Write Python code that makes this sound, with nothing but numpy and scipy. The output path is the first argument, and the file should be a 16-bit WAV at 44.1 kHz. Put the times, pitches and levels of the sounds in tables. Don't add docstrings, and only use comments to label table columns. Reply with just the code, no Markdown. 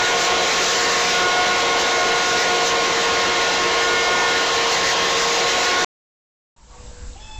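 import sys
import numpy as np
from scipy import signal
from scipy.fft import rfft, irfft
from scipy.io import wavfile
from scipy.ndimage import uniform_filter1d

SR = 44100
rng = np.random.default_rng(int(sys.argv[2]) if len(sys.argv) > 2 else 0)


def to_wav(s):
    ch = np.atleast_2d(s).T
    pcm = np.round(np.clip(ch, -1, 1) * 32767)
    wavfile.write(sys.argv[1], SR, pcm.astype(np.int16))


N = 325888

# (middle t/s, half length/s, hiss level/dB, mouth f/Hz, ring level/dB)
MUZZLE_BITES = [(.06, 0.055, 2.5, 1987, 3.5), (.23, 0.05, 7, 3200, 3), (.42, 0.021, 4, 648, 2.5),
                (.52, 0.073, 4.5, 2250, 8), (.68, 0.082, 6, 3480, 3), (.85, 0.095, 5, 1800, 5),
                (1.06, 0.12, 5, 1955, 2), (1.5, 0.084, 0, 3500, 1.5), (1.81, 0.023, 5, 3480, 0.5),
                (1.91, 0.041, 1.5, 3500, 2.5), (2.3, .05, 2, 3000, 0.5), (2.42, 0.045, 5.5, 2005, 6.5),
                (2.68, .035, 4.5, 3500, -0.5), (2.86, 0.036, 1, 2100, 1), (3.0, 0.046, 2.5, 1855, 2.5),
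                (3.62, 0.034, 1.5, 1990, 1), (3.83, 0.032, 1, 2014, 0.5), (4.5, 0.052, 2, 2000, 1),
                (4.75, 0.055, 5, 2206, 2), (4.89, 0.043, 5.5, 2000, 7), (5.1, 0.064, 2.5, 3000, -1),
                (5.21, .04, 5.5, 3530, -0.5), (5.34, 0.082, 4.5, 3010, 0), (5.5, .03, 3.5, 3000, -1),
                (5.63, 0.11, 3.5, 3520, -1), (5.83, 0.032, 3, 1994, 0)]
JET_FLICKER_DB = 0.75


def jet():
    t = np.arange(N) / SR
    hiss_db = sum(db * bump(t, s, half, order=3) for s, half, db, *_ in MUZZLE_BITES)
    return hiss_db + JET_FLICKER_DB * wander(15)


# (f/Hz, level per Hz/dB)
TURBULENCE_SPECTRUM = [(8.8, -56), (15, -15.5), (123, -19), (307, -10), (468, -3.5), (592, -7), (855, -7.5),
                       (1080, -7.5), (1170, -10), (1450, -7), (1560, -8), (2090, -8), (6630, -15),
                       (7970, -24), (10400, -64), (17500, -120)]
# (f/Hz, share of the jet hiss change/1)
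HISS_SHARES = [(400, 0.14), (900, 0.028), (1500, 0.69), (3000, 0.36), (5000, 1.02), (8000, 1.45)]
# (f/Hz, width/Hz, level/dB)
TUBE_RESONANCES = [(480, 120, 0), (700, 76, 8), (962, 110, 4.5), (1210, 46, 4.5), (1510, 200, -2),
                   (1810, 74, 3), (2215, 120, -1.5), (2500, 43, -3.5), (2770, 87, 2.5), (3010, 150, 2),
                   (3300, 150, 0), (3700, 98, 0.5), (4020, 140, 5)]
MOUTH_WIDTH_HZ = 260
ROAR_DB, ROAR_DROP = -17.5, 0.4


def airflow(jet_db):
    def field_db(hz, t):
        tube_db = sum(db / (1 + (2 * (hz - f) / w) ** 2) for f, w, db in TUBE_RESONANCES)
        mouth_db = sum(db * np.exp(-((hz - f) / MOUTH_WIDTH_HZ) ** 2) * bump(t, s, half)
                       for s, half, _, f, db in MUZZLE_BITES)
        hiss_db = read(HISS_SHARES, hz) * np.interp(t * SR, np.arange(N), jet_db)
        return read(TURBULENCE_SPECTRUM, hz) + tube_db + mouth_db + hiss_db
    return gain_of(ROAR_DB - ROAR_DROP * jet_db) * noise(field_db, patchy_db=1.28)


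# (t/s, f/Hz)
BRUSH_RATE = [(0, 361.3), (.4, 360.3), (.6, 360.5), (.8, 362.3), (1.0, 362.1), (1.2, 361.1), (1.5, 361.5),
              (2.0, 360.7), (2.4, 360.0), (3.2, 359.3), (3.5, 359.6), (4.0, 359.2), (4.3, 359.5),
              (4.75, 358.8), (5.2, 359.5), (5.4, 361.7), (5.6, 363.1), (5.85, 363.1)]
# (t/s, turn/1 about -1 to 1, tilt/1 about 0 to 1)
HOUSING_POSE = [(0, -0.97, 0), (.3, -0.89, .15), (.6, -0.12, 0.4), (.8, -0.58, 0.1), (1.05, -0.65, 0.24),
                (1.25, -1.2, 0), (1.8, -0.5, .1), (2.05, -0.81, 0), (2.4, -0.96, 0.06), (2.62, -1, 0.11),
                (3.0, .3, 0.4), (3.4, 0.06, 0.15), (3.7, 1, 0.22), (4.0, 0.8, -.1), (4.35, 1, 0),
                (4.7, 1, .7), (5.25, 0.24, 1), (5.5, -1.2, 0.25), (5.85, -0.69, 0.28)]
STRONG_RATIOS = [1, 2, 3, 4, 5, 6, 9]
# (level/dB, change per unit of turn/dB, change per unit of tilt/dB, random sway/dB)
STRONG_LEVELS = [(-35.5, -0.5, -3.5, 1.7), (-31, -5.5, -7, 0.5), (-26.5, -1, 1.5, 0.4),
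                 (-25.5, -1, -15.5, 1.4), (-39, 9.5, -5, 2), (-29, 0, -18.5, 1.5), (-35.5, 0.5, 2.5, 1.5)]
WEAK_RATIOS = [.5, 1.5, 3.5, 4.5, 5.664, 7, 7.5, 8, 10, 10.5, 11, 12, 14, 16, 18, 20]
WEAK_LEVELS = [-44.5, -37, -49.5, -54.5, -39, -40.5, -47, -43.5, -38, -42, -42, -41.5, -47, -44, -56, -49]
BEARING_OVERTONES = [-45, -46, -46, -43]
BEARING_RATIO = 1.2922
BEARING_DB, BEARING_SWAY_DB = -27, 1.5
LINE_DROP = 0.66


def motor(jet_db):
    hz = play(BRUSH_RATE)[0] * (1 + 0.0004 * wander(10))
    turns = np.cumsum(hz) / SR
    turn, tilt = play(HOUSING_POSE)
    strong = 0
    for ratio, (db, turn_db, tilt_db, sway_db) in zip(STRONG_RATIOS, STRONG_LEVELS):
        level_db = db + turn_db * turn + tilt_db * tilt + sway_db * wander(4)
        strong = strong + tone(ratio * hz, level_db, shimmer_db=1.5, shimmer_hz=15)
    sway = [np.sqrt(2) * gain_of(2.4 * wander(3)) for _ in range(4)]
    weak = sum(gain_of(db) * sway[i % 4] * np.sin(2 * np.pi * (ratio * turns + rng.random()))
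               for i, (ratio, db) in enumerate(zip(WEAK_RATIOS, WEAK_LEVELS)))
    bearing_db = BEARING_DB + BEARING_SWAY_DB * wander(3.7)
    bearing = tone(BEARING_RATIO * hz, bearing_db, shimmer_db=0.0, shimmer_hz=25)
    overtones = sum(gain_of(db) * sway[i] * np.sin(2 * np.pi * (i + 2) * BEARING_RATIO * turns)
                    for i, db in enumerate(BEARING_OVERTONES))
    return (strong + bearing) * gain_of(-LINE_DROP * jet_db) + weak + overtones


# (t/s, slip rate f/Hz, level/dB)
SLIP_LINE = [(7.145, 770, -62), (7.168, 785, -46), (7.2, 856, -52), (7.265, 871, -53), (7.285, 872, -44.5),
             (7.35, 868, -48), (7.375, 870, -43), (7.39, 858, -50)]
# (full from t/s, full until t/s)
OVERTONE_SPANS = [(7.2, 7.4), (7.235, 7.4), (7.205, 7.4), (7.315, 7.37), (7.22, 7.355)]
# (level on joining/dB, slope/(dB per s))
OVERTONE_LEVELS = [(-63, 15), (-53.5, 35), (-53.5, 40), (-59, 5), (-55, 5)]
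ENTRY_S = 0.02
ROUGH_START_DB, ROUGH_END_DB, SWAP_DB = 3.5, 2.0, 1.0


def squeal(t):
    hz, lowest_db = play(SLIP_LINE)
    hz = hz * (1 + 0.0029 * wander(60))
    rough_db = np.interp(t, [SLIP_LINE[0][0], SLIP_LINE[-1][0]], [ROUGH_START_DB, ROUGH_END_DB])
    lines = tone(hz, lowest_db, rough_db, shimmer_hz=70)
    for multiple, ((s, end), (db, slope_db)) in enumerate(zip(OVERTONE_SPANS, OVERTONE_LEVELS), start=2):
        joined = np.clip(np.minimum(t - s, end - t) / ENTRY_S + 1, 0, 1)
        level_db = db + slope_db * np.maximum(t - s, 0) + SWAP_DB * wander(20)
        lines = lines + joined * tone(multiple * hz, level_db, rough_db, shimmer_hz=70)
    return lines * between(SLIP_LINE[0][0], N / SR + 1)


# (start t/s, end t/s)
HUM_SPAN = (6.67, 7.16)
# (first f/Hz, last f/Hz, top level/dB, change at the ends/dB)
HUM_GLIDE = (493.5, 486, -49.5, -12)
# (f/Hz, width/Hz, level/dB)
HANGER_RESONANCES = [(920, 35, 0), (755, 30, -2), (1118, 20, 0)]
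# (middle t/s, half length/s, level/dB, level of the first ring's neighbours/dB)
HANGER_CREAKS = [(6.62, 0.053, -56, -25), (6.76, .065, -52.5, -2), (6.95, .12, -62, -16)]
# (middle t/s, half length/s, f/Hz, width/Hz, level/dB)
LINK_RUBS = [(7.0, 0.097, 1550, 220, -52), (7.175, .025, 2800, 200, -53), (7.2, .025, 2420, 150, -60),
             (7.24, .06, 3330, 160, -52)]
# (t/s, f/Hz, envelope peak level/dB)
LINK_TICK = (7.134, 3900, -40)


def swing():
    t = np.arange(N) / SR
    (start, end), (first_hz, last_hz, top_db, ends_db) = HUM_SPAN, HUM_GLIDE
    way = np.clip((t - start) / (end - start), 0, 1)
    hum_hz = first_hz + (last_hz - first_hz) * way
    hum_db = top_db + ends_db * (1 - np.sin(np.pi * way ** 1.4) ** 0.64)
    hum = tone(hum_hz, hum_db, shimmer_db=2.0, shimmer_hz=29.8) * between(start, end)
    slips = rng.standard_normal(N)
    first, *rest = [gain_of(db) * ring(slips, hz, w) for hz, w, db in HANGER_RESONANCES]
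    creak = sum(gain_of(db) * bump(t, s, half, order=4) * (first + gain_of(rest_db) * sum(rest))
                for s, half, db, rest_db in HANGER_CREAKS)
    rubs = sum(gain_of(db) * bump(t, s, half) * ring(slips, hz, w) for s, half, hz, w, db in LINK_RUBS)
    s, tick_hz, tick_db = LINK_TICK
    tick = gain_of(tick_db) * np.exp(-((t - s) * 1200) ** 2) * np.sin(2 * np.pi * tick_hz * (t - s))
    return hum + rubs + creak + squeal(t) + tick


# (f/Hz, level per Hz/dB)
WIND_SPECTRUM = [(5, -12), (14, 0), (30, -3), (65, -6), (90, -15), (130, -23), (250, -29), (400, -38),
                 (800, -90)]
CALM_DB = -38.5
YARD_S = 6.563


def buffet(gust_db):
    count = N - round(YARD_S * SR)
    hz = np.fft.rfftfreq(count, 1 / SR)
    z = rfft(rng.standard_normal(count)) * gain_of(read(WIND_SPECTRUM, hz))
    upper_share = 1 / (1 + (35 / (hz + 1)) ** 4)
    deep, upper = irfft(z * (1 - upper_share), count), irfft(z * upper_share, count)
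    over_db = gust_db[-count:]
    lumps = evened(deep + upper * gain_of(0.31 * (over_db - over_db.mean())))
    lumps = lumps / np.sqrt(abs(uniform_filter1d(lumps ** 2, size=3600)) + 0.33)
    return np.pad(gain_of(CALM_DB + over_db) * lumps, (N - count, 0))


# (middle t/s, half length/s, level over the calm/dB)
WIND_GUSTS = [(6.87, 0.032, 7.5), (7.069, 0.07, 8), (7.3, .03, 3), (7.4, .03, 13)]
# (f/Hz, level per Hz/dB)
MURK_SPECTRUM = [(88, -33), (150, -6.5), (395, -13.5), (492, -12), (546, -10), (742, -13), (925, -13),
                 (1300, -16.5), (1550, -18.5), (3460, -21.5), (5000, -22), (6500, -49), (11000, -120)]
# (f/Hz, level per Hz/dB)
LEAF_SPECTRUM = [(1760, -38), (3000, -14), (3460, -19), (3740, -12), (5750, -6), (6500, -5), (7970, 2.5),
                 (10400, -26), (17500, -120)]
MURK_DB, LEAVES_DB = -49, -48
LEAVES_SHARE = 0.15
FADE_S, FADE_FROM = 0.27, 0.17


def yard_air():
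    t = np.arange(N) / SR
    gust_db = sum(db * bump(t, s, half) for s, half, db in WIND_GUSTS)
    murk = noise(lambda hz, t: read(MURK_SPECTRUM, hz), patchy_db=1.5, start_s=YARD_S)
    leaves = noise(lambda hz, t: read(LEAF_SPECTRUM, hz), patchy_db=0.5, start_s=YARD_S)
    leaves_gain = gain_of(LEAVES_DB + LEAVES_SHARE * gust_db)
    fade = np.clip(FADE_FROM + (1 - FADE_FROM) * (t - YARD_S) / FADE_S, 0, 1)
    return (buffet(gust_db) + gain_of(MURK_DB) * murk + leaves_gain * leaves) * fade


def noise(field_db, patchy_db, start_s=0):
    skip = round(start_s * SR)
    hz = np.fft.rfftfreq(1024, 1 / SR)
    t = start_s + np.arange((N - skip) // 256 + 5) * 256 / SR
    a, b, patches = rng.standard_normal((len(t), 513, 3)).T
    patches = evened(uniform_filter1d(uniform_filter1d(patches, size=10, axis=0), size=12, axis=1))
    z = (a + 1j * b) * gain_of(field_db(hz[:, None], t) + patchy_db * patches)
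    x = signal.istft(z, nperseg=1024, noverlap=768)[1][:N - skip]
    return np.pad(evened(x), (skip, 0))


def tone(hz, db, shimmer_db, shimmer_hz):
    turns = np.cumsum(hz) / SR + rng.random()
    return np.sqrt(2) * gain_of(db + shimmer_db * wander(shimmer_hz)) * np.sin(2 * np.pi * turns)


def ring(x, hz, width):
    return evened(signal.lfilter(*signal.iirpeak(hz, hz / width, SR), x))


def wander(hz):
    z = rfft(rng.standard_normal(8192))
    slow = evened(irfft(z / (1 + (np.fft.rfftfreq(8192, 64 / SR) / hz) ** 4)))
    return np.interp(np.arange(N) / 64, np.arange(8192), slow)


def bump(t, middle_s, half_s, order=2):
    return np.exp(-abs((t - middle_s) / half_s) ** order)


def between(start_s, end_s):
    t = np.arange(N) / SR
    return np.clip(np.minimum(t - start_s, end_s - t) * 1000, 0, 1)


def play(rows, t=None):
    s, *columns = np.transpose(rows)
    return [np.interp(np.arange(N) / SR if t is None else t, s, c) for c in columns]


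def read(points, hz):
    f, value = np.transpose(points)
    return np.interp(np.log(hz + 1), np.log(f + 1), value)


def gain_of(db):
    return 10 ** (np.asarray(db) / 20)


def evened(x):
    return x / np.sqrt(np.mean(x ** 2) + 1e-20)


STOP_S = 5.847


def scene():
    jet_db = jet()
    blower = (airflow(jet_db) + motor(jet_db)) * between(-1, STOP_S)
    yard = (yard_air() + swing()) * between(YARD_S, N / SR + 1)
    return (blower + yard)[None]


def squash(x, ceiling, knee):
    return x / (1 + abs(x / ceiling) ** knee) ** (1 / knee)


# (f/Hz, level/dB)
PLAYBACK_COLOUR = [(100, -0.5), (8000, 0), (9000, -1), (11000, 3), (14800, 5.5), (15200, 0.5),
                   (20000, -1.5)]
MIC_HZ, EDGE_HZ = 7850, 15600


def record(dry):
    mic_filter = signal.firwin(141, MIC_HZ, window=("kaiser", 8), fs=SR)[None]
    narrow = signal.oaconvolve(squash(dry, ceiling=0.25, knee=3.5), mic_filter, "same")
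    shaved = squash(narrow, ceiling=0.25, knee=7.3)
    hz = np.linspace(0, SR / 2, num=257)
    colour_filter = signal.firwin2(255, hz, gain_of(read(PLAYBACK_COLOUR, hz)), fs=SR)[None]
    coloured = signal.oaconvolve(shaved, colour_filter, "same")
    edge_filter = signal.firwin(511, EDGE_HZ, window=("kaiser", 9), fs=SR)[None]
    return signal.oaconvolve(coloured, edge_filter, "same")


dry = scene()
out = record(dry)
to_wav(out)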